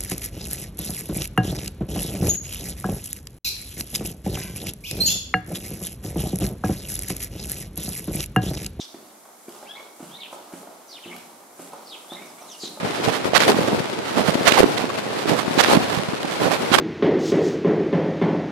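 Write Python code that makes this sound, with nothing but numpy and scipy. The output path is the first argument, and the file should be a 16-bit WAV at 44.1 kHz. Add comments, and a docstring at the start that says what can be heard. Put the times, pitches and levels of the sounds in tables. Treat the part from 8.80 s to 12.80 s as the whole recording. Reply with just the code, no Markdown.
"""A short brick underpass: someone walks through at an easy pace, holding the microphone.
Soft heels thud; soles roll, pat, scuff and crack grit on the paving. Smooth jacket fabric rustles and,
sliding on itself, gives chirp-like whistles that glide with the speed of the arm.
The walls echo steps and whistles over a low outdoor rumble and a steady hiss."""
import sys
import numpy as np
from scipy import signal
from scipy.fft import rfft, irfft
from scipy.io import wavfile

SR = 44100
rng = np.random.default_rng(int(sys.argv[2]) if len(sys.argv) > 2 else 0)


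def file_out(sig):
    """Save sig as 16-bit WAV at sys.argv[1]."""
    # one column per channel
    cols = np.atleast_2d(sig).T
    # limit, then scale
    lim = np.clip(cols, -1, 1)
    pcm = np.round(lim * 32767).astype(np.int16)
    wavfile.write(sys.argv[1], SR, pcm)


N = 176400
TIME_S = np.arange(N) / SR
BIN_HZ = np.fft.rfftfreq(N, 1 / SR)


def undb(db):
    """Decibels to gain."""
    return 10 ** (np.asarray(db) / 20)

def on_bins(points):
    """(Hz, value) points interpolated over log frequency at every bin."""
    hz, value = np.array(points, float).T
    return np.interp(np.log(BIN_HZ + 1e-3), np.log(hz), value)

def tint(x, points):
    """Filter by (Hz, dB) points."""
    return irfft(rfft(x) * undb(on_bins(points)), N)

def noise(points):
    """Coloured noise of rms 1."""
    x = tint(rng.standard_normal(N), points)
    return x / x.std()

def stereo(mid, side):
    """Left and right from mid and side."""
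    return np.array([mid + side, mid - side])

def burst(start_s, decay_s, attack_s=.0006):
    """Quick attack, exponential release."""
    age_s = np.maximum(TIME_S - start_s, 0)
    return (1 - np.exp(-age_s / attack_s)) * np.exp(-age_s / decay_s)

def swells(rows):
    """Bell-shaped envelopes, summed in power."""
    power = sum(undb(db) ** 2 * np.exp(-2 * ((TIME_S - mid_s) / half_s) ** 2)
                for mid_s, half_s, db in rows)
    return np.sqrt(power + 1e-18)

def grain(rate_hz, depth_db):
    """Uneven catching of a rubbed surface: a wandering gain of rms 1."""
    walk = irfft(rfft(rng.standard_normal(N)) * np.exp(-(BIN_HZ / rate_hz) ** 2), N)
    gain = undb(depth_db * walk / walk.std())
    return gain / np.sqrt(np.mean(gain ** 2))

def flutter(size, width_hz):
    """Complex random amplitude of rms 1 that widens a spectral line."""
    fft_size = 8192 * (1 + size // 8192)
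    lowpass = np.exp(-(np.fft.rfftfreq(fft_size, 1 / SR) / width_hz) ** 2)
    real, imag = irfft(rfft(rng.standard_normal((2, fft_size))) * lowpass, fft_size)[:, :size]
    z = real + 1j * imag
    return z / np.sqrt(np.mean(abs(z) ** 2))


# Stereo width of diffuse sound. Each row: frequency in Hz, side minus mid in dB.
DIFFUSE_WIDTH = [(50, -6), (125, -22), (250, -9.5), (500, -6.5), (1000, -2.5), (2500, -3), (4500, -2),
                 (8000, 2), (12000, 0.5)]

def diffuse(points):
    """Coloured noise arriving from all around."""
    return stereo(noise(points), tint(noise(points), DIFFUSE_WIDTH))


# Background spectra. Each row: frequency in Hz, level in dB.
RUMBLE_SPECTRUM = [(25, -55), (97, -22), (208, -6), (278, -4), (331, -2), (444, -6), (707, -2), (1220, -8),
                   (1760, -14.5), (2200, -11.5), (3400, -29.5)]
HISS_SPECTRUM = [(1500, -37), (3000, 0), (4500, .5), (6500, 3), (11500, 3.5), (14000, -.5), (15500, -9)]

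def background(rumble_db=-52, rise_db_per_s=.9, top_hz=2500, hiss_db=-56):
    """Outdoor rumble that grows as the exit nears, and a steady hiss."""
    rumble = signal.sosfilt(signal.butter(2, top_hz, fs=SR, output="sos"), diffuse(RUMBLE_SPECTRUM))
    level_db = rumble_db + rise_db_per_s * (TIME_S - N / SR / 2)
    return rumble * undb(level_db) + undb(hiss_db) * diffuse(HISS_SPECTRUM)


# Echo decay. Each row: frequency in Hz, T60 in seconds.
ECHO_T60 = [(150, 0.86), (700, 0.64), (4500, 0.5), (14000, 0.87)]
# Echo colour. Each row: frequency in Hz, level in dB.
ECHO_SPECTRUM = [(120, -1.5), (300, 3), (900, -1), (3000, 3.5), (7000, -0.5), (14000, -11.5)]
NEAR_WALL_S = .011

def wall_response():
    """Stereo impulse response of the brick walls: a dense tail, each octave dying at its own rate."""
    t60_s = on_bins(ECHO_T60)
    spectra = rfft(rng.standard_normal((2, N))) * undb(on_bins(ECHO_SPECTRUM))
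    tail = 0
    for low_hz in 62.5 * 2. ** np.arange(8):
        band = (BIN_HZ >= low_hz) & (BIN_HZ < 2 * low_hz)
        tail += irfft(spectra * band, N) * undb(-60 * TIME_S / t60_s[band].mean())
    mid, side = tail * np.clip(TIME_S / NEAR_WALL_S - .5, 0, 1)
    return stereo(mid, tint(side, DIFFUSE_WIDTH))[:, :SR] / np.sqrt(np.sum(mid ** 2))


# Rustles. Each row: middle in seconds, half length in seconds, level in dB.
JACKET_RUSTLES = [(.74, 0.13, -54.5), (1.26, 0.11, -53.5), (1.54, .027, -51.5), (1.78, 0.067, -51.5),
                  (2.36, 0.21, -56.5), (2.835, 0.062, -49), (3.38, 0.38, -55), (3.85, 0.19, -50.5)]
# Rustle colour. Each row: frequency in Hz, level in dB.
RUSTLE_SPECTRUM = [(800, -34), (2000, -1.5), (5000, 1), (8000, 6.5), (11500, 4.5), (15000, -13)]

def jacket_rustle():
    """Fabric rubs in swells of bright, grainy noise."""
    return diffuse(RUSTLE_SPECTRUM) * swells(JACKET_RUSTLES) * grain(rate_hz=430, depth_db=2)


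# Whistles. Each row: start and length in seconds, first, middle and last pitch in Hz, level in dB,
# spread as a fraction of pitch.
JACKET_WHISTLES = [(-.04, 0.08, 4460, 3840, 3084, -38, 0.08), (-.03, 0.095, 6740, 5720, 4290, -43, 0.21),
                   (-.1, 0.43, 4530, 4460, 4500, -64, 0.028), (0.623, .046, 7600, 7140, 7060, -63, 0.022),
                   (0.852, 0.039, 1970, 2500, 3100, -52, 0.065),
                   (0.879, 0.058, 2953, 3350, 3386, -39, 0.0095),
                   (0.935, 0.041, 3580, 3780, 4430, -48, 0.02),
                   (.948, 0.083, 2124, 2220, 2245, -43.5, 0.018),
                   (1.289, 0.057, 2700, 3260, 3450, -49, 0.024),
                   (1.331, 0.053, 3440, 3744, 3920, -41.5, 0.028),
                   (1.374, 0.047, 2280, 2205, 2270, -52, 0.006),
                   (1.394, 0.082, 4200, 3357, 2030, -40.5, 0.09),
                   (2.064, 0.11, 6300, 5530, 4180, -52, 0.065), (2.081, 0.12, 5040, 4025, 1640, -45, .06),
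                   (2.217, 0.055, 3740, 2882, 2020, -46.5, 0.056),
                   (2.249, 0.067, 3710, 3350, 2910, -47.5, .09),
                   (2.298, 0.054, 2140, 2220, 2120, -43.5, 0.044),
                   (3.044, 0.062, 5900, 4610, 3400, -51.5, 0.081),
                   (3.078, 0.054, 5600, 4400, 3360, -48, .07), (3.099, .072, 4000, 3280, 2280, -41.5, 0.07),
                   (3.291, .075, 3400, 3630, 3940, -41.5, 0.027),
                   (3.333, 0.15, 1860, 2190, 2224, -49, 0.057),
                   (3.446, 0.083, 6180, 5560, 3900, -57, 0.034),
                   (3.575, 0.042, 2184, 2354, 2480, -46.5, 0.019), (3.548, .07, 7600, 8200, 8500, -57, .02),
                   (3.602, 0.09, 11100, 10460, 9270, -62, 0.055),
                   (3.592, 0.072, 6740, 5810, 4930, -57, 0.035),
                   (3.669, .1, 4384, 3340, 2620, -47.5, 0.034), (3.674, .09, 6840, 5830, 3730, -48, 0.0584),
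                   (3.776, .13, 7180, 6520, 4950, -44.5, .16), (3.793, 0.1, 4750, 4140, 3404, -36.5, 0.1)]
# Partials of the weave. Each row: multiple of the pitch, relative level in dB.
WEAVE_PARTIALS = [(.5, -10.5), (1.5, -17)]

def jacket_whistles(even_spread=.028, catch_hz=86.8, fuzz_db=-5, rasp_db=-8.5):
    """Threads tick over threads, pitch following sliding speed. Even sliding gives a clean line with
    faint partials; uneven sliding staggers, blurs and rasps. Returns mid and side."""
    out = np.zeros((2, N))
    for start_s, length_s, first_hz, middle_hz, last_hz, db, spread in JACKET_WHISTLES:
        size = int(length_s * SR)
        progress = np.linspace(0, 1, size)
        glide_hz = np.polyval(np.polyfit([0, .5, 1], [first_hz, middle_hz, last_hz], 2), progress)
        evenness = np.exp(-(spread / even_spread) ** 2)
        index = int(start_s * SR) + np.arange(size)
        inside = (index >= 0) & (index < N)
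        for channel, clean in zip(out, (evenness, 0)):
            hz = glide_hz * (1 + .5 * spread * flutter(size, catch_hz).real)
            phase = 2 * np.pi * np.cumsum(hz) / SR
            line = clean + np.sqrt(1 - clean ** 2) * flutter(size, spread * middle_hz)
            fuzz = undb(fuzz_db) * flutter(size, width_hz=3.2 * spread * middle_hz)
            rasp = undb(rasp_db) * flutter(size, width_hz=870)
            weave = sum(undb(part_db) * np.exp(1j * k * phase) for k, part_db in WEAVE_PARTIALS)
            tone = (line + (1 - evenness / 2) * (fuzz + rasp)) * np.exp(1j * phase) + evenness * weave
            channel[index[inside]] += (undb(db) * tone.real * np.sin(np.pi * progress))[inside]
    return np.sqrt(2) * out * grain(rate_hz=130, depth_db=1.5)


# Grit cracks. Each row: start in seconds, level in dB.
GRIT_CRACKS = [(0.303, -45), (.693, -35), (.723, -36), (1.728, -40), (2.364, -29), (2.382, -39),
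               (2.794, -44.5), (2.813, -45), (2.851, -43), (2.874, -35), (3.334, -34), (3.957, -50)]
# Crack colour. Each row: frequency in Hz, level in dB.
CRACK_SPECTRUM = [(300, -4), (1500, 9.5), (4000, 8.5), (9000, -0.5), (12000, 9), (15000, -14)]

def grit_cracks(decay_s=.0016):
    """Grit cracks under the sole in short, bright clicks."""
    return noise(CRACK_SPECTRUM) * sum(undb(db) * burst(at_s, decay_s) for at_s, db in GRIT_CRACKS)


# Scuffs. Each row: middle in seconds, half length in seconds, level in dB.
SOLE_SCUFFS = [(.24, 0.094, -56), (.80, 0.096, -48), (1.01, 0.08, -48.5), (1.28, 0.082, -52.5),
               (1.56, 0.33, -53), (1.84, 0.64, -55.5), (2.33, 0.063, -46), (2.50, 0.18, -57),
               (2.97, 0.19, -50.5), (3.17, 0.036, -47), (3.40, 0.18, -50), (3.63, 0.062, -46.5),
               (3.92, 0.11, -51)]
# Scuff colour. Each row: frequency in Hz, level in dB.
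SCUFF_SPECTRUM = [(80, -83), (200, -1.5), (450, 2.5), (750, 7.5), (1300, 2), (1800, -14.5), (4000, -8),
                  (12000, -21.5)]

def sole_scuffs():
    """The sole drags over the paving, catching unevenly."""
    return noise(SCUFF_SPECTRUM) * swells(SOLE_SCUFFS) * grain(rate_hz=116, depth_db=3.5)


def knocks(blows, modes, scatter=.09, contact_s=.0015, wall_db=-15, low_cut_hz=180):
    """Each blow rings damped modes, detuned as the foot lands; the near wall returns it once."""
    t = TIME_S[:SR // 4]
    out = np.zeros(N + 2 * len(t))
    for start_s, db, *_ in blows:
        *detunes, wall_jitter = rng.uniform(-1.05, 1, len(modes) + 1)
        ring = 0
        for (hz, mode_db, t60_s), detune in zip(modes, detunes):
            ring += undb(mode_db - 60 * t / t60_s) * np.sin(2 * np.pi * hz * (1 + scatter * detune) * t)
        ring *= 1 - np.exp(-t / contact_s)  # a soft sole takes hold gradually
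        for lag_s, path_db in ((0, 0), (NEAR_WALL_S * (1 + .18 * wall_jitter), wall_db)):
            first = int((start_s + lag_s) * SR)
            out[first:first + len(t)] += undb(db + path_db) * ring
    return signal.sosfilt(signal.butter(3, low_cut_hz, "high", fs=SR, output="sos"), out[:N])


# Pats. Each row: start in seconds, tap level in dB, scrape level in dB, scrape decay in seconds.
SOLE_PATS = [(0.141, -51, -41.5, 0.0098), (.454, -42.5, -38, 0.0068), (.487, -45.5, -47, 0.011),
             (0.681, -50, -44, 0.018), (.828, -27.5, -40, 0.0078), (1.002, -62, -39, 0.0055),
             (1.195, -52, -42.5, 0.016), (1.527, -30.5, -32.5, 0.012), (1.723, -36, -39, 0.014),
             (1.829, -31.5, -53, 0.0098), (1.872, -30.5, -42, 0.0094), (2.793, -29, -45.5, 0.021),
             (2.932, -35, -30.5, 0.0088), (3.32, -28, -41, 0.029), (3.972, -26.5, -52, 0.018)]
# Modes of a flat sole on paving. 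Each row: frequency in Hz, level in dB, T60 in seconds.
TAP_MODES = [(426, -0.5, 0.016), (603, 1.5, 0.025), (830, -1.5, 0.025), (1237, 4, 0.0078)]
# Scrape colour. Each row: frequency in Hz, level in dB.
SCRAPE_SPECTRUM = [(80, -16), (200, -12), (400, 3), (750, 8.5), (1300, -0.5), (1800, -12), (4000, -24.5),
                   (10000, -16), (14000, -56)]

def sole_pats():
    """The flat sole meets the paving with a tap and a brief scrape."""
    scrape_gain = sum(undb(db) * burst(at_s, decay_s) for at_s, _, db, decay_s in SOLE_PATS)
    return knocks(SOLE_PATS, TAP_MODES) + noise(SCRAPE_SPECTRUM) * scrape_gain


# Heel strikes. Each row: start in seconds, thud level in dB, roll level in dB, roll decay in seconds.
HEEL_STRIKES = [(.144, -36, -42, 0.0087), (0.682, -28, -63, 0.033), (1.203, -31.5, -48, 0.03),
                (1.226, -30.5, -44, 0.026), (1.735, -28, -37, 0.015), (2.258, -31.5, -41.5, 0.063),
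                (2.793, -31.5, -42, 0.035), (3.318, -28.5, -47, 0.12), (3.834, -25.5, -42, 0.054)]
# Modes of a heel on paving. Each row: frequency in Hz, level in dB, T60 in seconds.
THUD_MODES = [(250, 2.5, .03), (334.7, 3.5, 0.036), (688, -10.5, 0.071), (1450, -17, 0.031),
              (2230, -11, 0.015)]
# Roll colour. Each row: frequency in Hz, level in dB.
ROLL_SPECTRUM = [(50, -27), (120, -15.5), (200, 0), (350, -4), (800, -18), (2500, -22), (12000, -52)]

def heel_strikes():
    """A soft heel thuds and the sole rolls down after it. Returns thud and roll."""
    roll_gain = sum(undb(db) * burst(at_s, decay_s) for at_s, _, db, decay_s in HEEL_STRIKES)
    return knocks(HEEL_STRIKES, THUD_MODES), noise(ROLL_SPECTRUM) * roll_gain


def scene(thud_wet_db=-14.5, sole_wet_db=-4.5, whistle_wet_db=-10.5, side_db=-8.5, right_over_left_db=1):
    """Shoes, jacket and their echo over the background."""
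    thud, roll = heel_strikes()
    sole = roll + sole_pats() + sole_scuffs() + grit_cracks()
    whistle, whistle_side = jacket_whistles()
    direct = thud + sole + stereo(whistle, undb(side_db) * whistle_side) + jacket_rustle()
    to_walls = undb(thud_wet_db) * thud + undb(sole_wet_db) * sole + undb(whistle_wet_db) * whistle
    echo = signal.fftconvolve(wall_response(), to_walls[None], axes=1)[:, :N]
    balance = undb(right_over_left_db * np.array([[-.5], [.5]]))
    return (background() + echo + direct) * balance

def record(dry, bass_cut_hz=50, top_hz=15700):
    """The microphone sheds the deep bass and cuts the top."""
    thin = signal.sosfilt(signal.butter(1, bass_cut_hz, "high", fs=SR, output="sos"), dry)
    return signal.sosfilt(signal.ellip(10, .2, 80, top_hz, fs=SR, output="sos"), thin)


dry = scene()
out = record(dry)
file_out(out)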